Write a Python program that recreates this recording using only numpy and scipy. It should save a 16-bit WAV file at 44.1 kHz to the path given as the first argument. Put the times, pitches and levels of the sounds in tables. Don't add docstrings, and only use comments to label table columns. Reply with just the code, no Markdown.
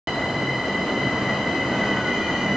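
import sys
import numpy as np
from scipy import signal
from scipy.fft import rfft, irfft
from scipy.io import wavfile
from scipy.ndimage import map_coordinates

SR = 44100
rng = np.random.default_rng(int(sys.argv[2]) if len(sys.argv) > 2 else 0)


def put_to_file(sound):
    columns = np.atleast_2d(sound).T
    safe = np.clip(columns, -1, 1)
    whole_steps = np.round(safe * 32767)
    wavfile.write(sys.argv[1], SR, whole_steps.astype(np.int16))


N = 112896
TIME = np.arange(N) / SR
BIN_HZ = np.arange(N // 2 + 1) * SR / N
SOUND_M_PER_S = 343


def from_db(db):
    return 10 ** (np.asarray(db) / 20)


def rms_one(x):
    return x / np.sqrt(np.mean(x ** 2) + 1e-20)


def in_time(rows):
    return np.interp(TIME, *np.transpose(rows))


def colour(x, points):
    hz, db = np.transpose(points)
    gain = from_db(np.interp(np.log(np.maximum(BIN_HZ, 1)), np.log(hz), db))
    return irfft(rfft(x) * gain, N)


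def drift(rate_hz):
    pole = np.exp(-40 * np.pi * rate_hz / SR)
    noise = rng.standard_normal(N // 20 + 4002)
    slow = signal.lfilter([1], [1, -2 * pole, pole * pole], noise)[4000:]
    return np.interp(np.arange(N) / 20, np.arange(len(slow)), rms_one(slow))


def tone(hz):
    return np.sqrt(2) * np.sin(2 * np.pi * (np.cumsum(hz) / SR + rng.random()))


def whistle(hz, width_hz):
    b, a = signal.iirpeak(hz, hz / width_hz, fs=SR)
    return rms_one(signal.lfilter(b, a, signal.lfilter(b, a, rng.standard_normal(N))))


def whistles(bands):
    from_midway_s = TIME - TIME.mean()
    return sum(from_db(db + slope * from_midway_s) * whistle(hz, width) for hz, width, db, slope in bands)


def stereo(direct, scattered):
    # f/Hz, level/dB
    width = [(22, -22.5), (60, -24.5), (125, -38), (280, -42.5), (380, -31.5), (690, -29.5), (1000, -19.5),
             (2000, -12), (3000, -7), (4800, -5), (6200, -3.5), (8000, -1.5)]
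    return direct + colour(scattered, width) * np.array([[1], [-1]])


def travelled(t, start_m_per_s=8.0, accel_m_per_s2=1.2):
    return start_m_per_s * t + .5 * accel_m_per_s2 * t ** 2


def rumble():
    # t/s, level/dB
    swell = [(0.1, -33), (0.2, -37.5), (0.45, -31.5), (0.56, -37.5), (0.7, -33.5), (1.12, -30.5),
             (1.35, -40.5), (1.5, -29.5), (1.82, -31.5), (2.03, -36), (2.11, -30), (2.25, -30.5),
             (2.42, -34), (2.52, -30.5)]
    return from_db(in_time(swell)) * whistle(hz=276, width_hz=169)


def guideway_drones(low_hz=130, high_hz=198.1):
    # t/s, relative level/dB
    low_swell = [(0.1, -39.5), (0.58, -28), (0.65, -47.5), (0.72, -42), (0.75, -53), (1.07, -24.5),
                 (1.1, -42.5), (1.33, -29), (1.36, -41.5), (1.76, -33), (1.77, -40), (2.18, -35),
                 (2.24, -56.5), (2.56, -27.5)]
    high_swell = [(0.1, -54.5), (0.651, -40.5), (0.8, -25.5), (0.9, -36.5), (1.15, -30), (1.3, -30.5),
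                  (1.45, -30), (1.6, -38.5), (1.801, -27.5), (1.98, -29), (2.1, -36), (2.36, -34.5),
                  (2.52, -22.5), (2.56, -34)]
    low = from_db(in_time(low_swell) - 3.5) * tone(low_hz + 6 * drift(rate_hz=12))
    high = from_db(in_time(high_swell) - 4) * tone(high_hz + 8.06 * drift(rate_hz=12))
    return low + high


def rail(switching_hz=2017, wander_hz=1.5):
    # t/s, level/dB
    swell = [(0.1, -51), (0.5, -33), (0.8, -67), (1.03, -29), (1.3, -47), (1.58, -28.5), (1.75, -44.5),
             (2.1, -36), (2.3, -37.5), (2.5, -31)]
    # f/Hz, width/Hz, midway level/dB, slope/(dB/s)
    bands = [(4007, 77, -51, -4.5), (8000, 70, -70.5, -3)]
    high_tones = whistles(bands)
    note = from_db(in_time(swell)) * tone(switching_hz + wander_hz * drift(rate_hz=7.8))
    return note + high_tones


def buzzing_unit(hz=496.3, pass_s=2.02, closest_m=1.3, reach_m=3.5, wander_hz=1.7, flicker_db=3.5):
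    # harmonic, level/dB nearing, alongside, leaving
    harmonics = [(3, -40, -32, -37), (5, -44, -54.5, -39.5), (7, -54.5, -58.5, -52.5),
                 (9, -55.5, -64.5, -49.5), (13, -63, -72, -54), (14, -60.5, -73, -54)]
    along_m = travelled(TIME) - travelled(pass_s)
    distance_m = np.hypot(closest_m, along_m)
    bearing = along_m / distance_m
    doppler = 1 - np.gradient(distance_m) * SR / SOUND_M_PER_S
    pitch_hz = hz * doppler + wander_hz * drift(rate_hz=30)
    buzz = 0
    for harmonic, *beam_db in harmonics:
        level_db = np.interp(bearing, [-1, 0, 1], beam_db) + flicker_db * drift(rate_hz=19)
        buzz = buzz + from_db(level_db) * tone(harmonic * pitch_hz)
    return buzz / (1 + (distance_m / reach_m) ** 2)


def air_rush(gain_db=1.58, flutter_db=.5):
    # t/s, relative level/dB
    swell = [(0.1, -29), (0.22, -29), (0.63, -29.5), (0.71, -28.2), (1.0, -28.5), (1.34, -26.5),
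             (1.45, -28.5), (1.7, -27.5), (1.86, -26.5), (2.04, -29), (2.3, -28.5), (2.54, -28)]
    # f/Hz, relative level/dB
    spectrum = [(20, -20), (48, -19), (70, -10.5), (105, -7), (160, -4), (250, -4.5), (420, -6), (680, -5),
                (820, -9.5), (950, -8.5), (1400, -13), (1850, -18.5), (2300, -23.5), (2750, -25),
                (3500, -30), (4600, -31), (6500, -37.5), (7200, -36), (7700, -47), (8600, -60.5)]
    level = from_db(gain_db + in_time(swell) + flutter_db * drift(rate_hz=12))
    return level * rms_one(colour(rng.standard_normal(N), spectrum))


def magnets(count=11, spacing_m=3.2, closest_m=3.0, lead_m=9.0):
    # f/Hz, width/Hz, midway level/dB, slope/(dB/s)
    bands = [(2006, 12.8, -30.5, -0.8), (2007, 80, -40, 6.5), (2976, 44, -40.5, -0.6),
             (3056, 45, -41.5, 2.7), (4028, 60, -48.5, -0.4), (4998, 190, -52, -1), (6040, 130, -55, 2.5)]
    # t/s, relative level/dB
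    swell = [(0.1, 2.5), (0.17, -1.5), (0.33, -1.5), (0.46, -0.5), (0.95, -.5), (1.05, 0), (1.4, -0.5),
             (1.55, 0), (1.7, -1.5), (1.87, 1), (2.01, -1), (2.12, 1.5), (2.22, -0.5), (2.35, 0.5),
             (2.44, -0.5)]
    whine, power = 0, 0
    for k in range(count):
        along_m = lead_m - k * spacing_m + travelled(TIME)
        distance_m = np.hypot(closest_m, along_m)
        emitted_s = TIME - distance_m / SOUND_M_PER_S
        whine = whine + map_coordinates(whistles(bands), [emitted_s * SR], order=3) / distance_m
        power = power + 1 / distance_m ** 2
    return from_db(in_time(swell)) * whine / np.sqrt(power)


def scene(whine_pan_db=0.65):
    drones = guideway_drones()
    whine = stereo(magnets() + rail(), magnets() + rail())
    whine *= from_db(whine_pan_db * np.array([[1], [-1]]))
    rush = stereo(air_rush(), air_rush())
    return rumble() + drones + rush + whine + stereo(buzzing_unit(), buzzing_unit())


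def record(dry, start_s=0.072, left_gain_db=-0.09, cutoff_hz=8700):
    # f/Hz, lag/rad
    port_lag = [(1500, 0), (2500, 0), (5200, 0.34), (6000, 0.99), (8000, 1.1)]
    # f/Hz, Q
    notches = [(5430, 14), (7900, 60), (8100, 70)]
    lag_rad = np.interp(BIN_HZ, *np.transpose(port_lag))
    left = from_db(left_gain_db) * irfft(rfft(dry[0]) * np.exp(-1j * lag_rad), N)
    ports = np.array([left, dry[1]]) * (TIME >= start_s)
    for hz, quality in notches:
        ports = signal.lfilter(*signal.iirnotch(hz, quality, fs=SR), ports)
    lowpass = signal.ellip(12, .1, 90, cutoff_hz, fs=SR, output="sos")
    return signal.sosfilt(lowpass, ports)


dry = scene()
out = record(dry)
put_to_file(out)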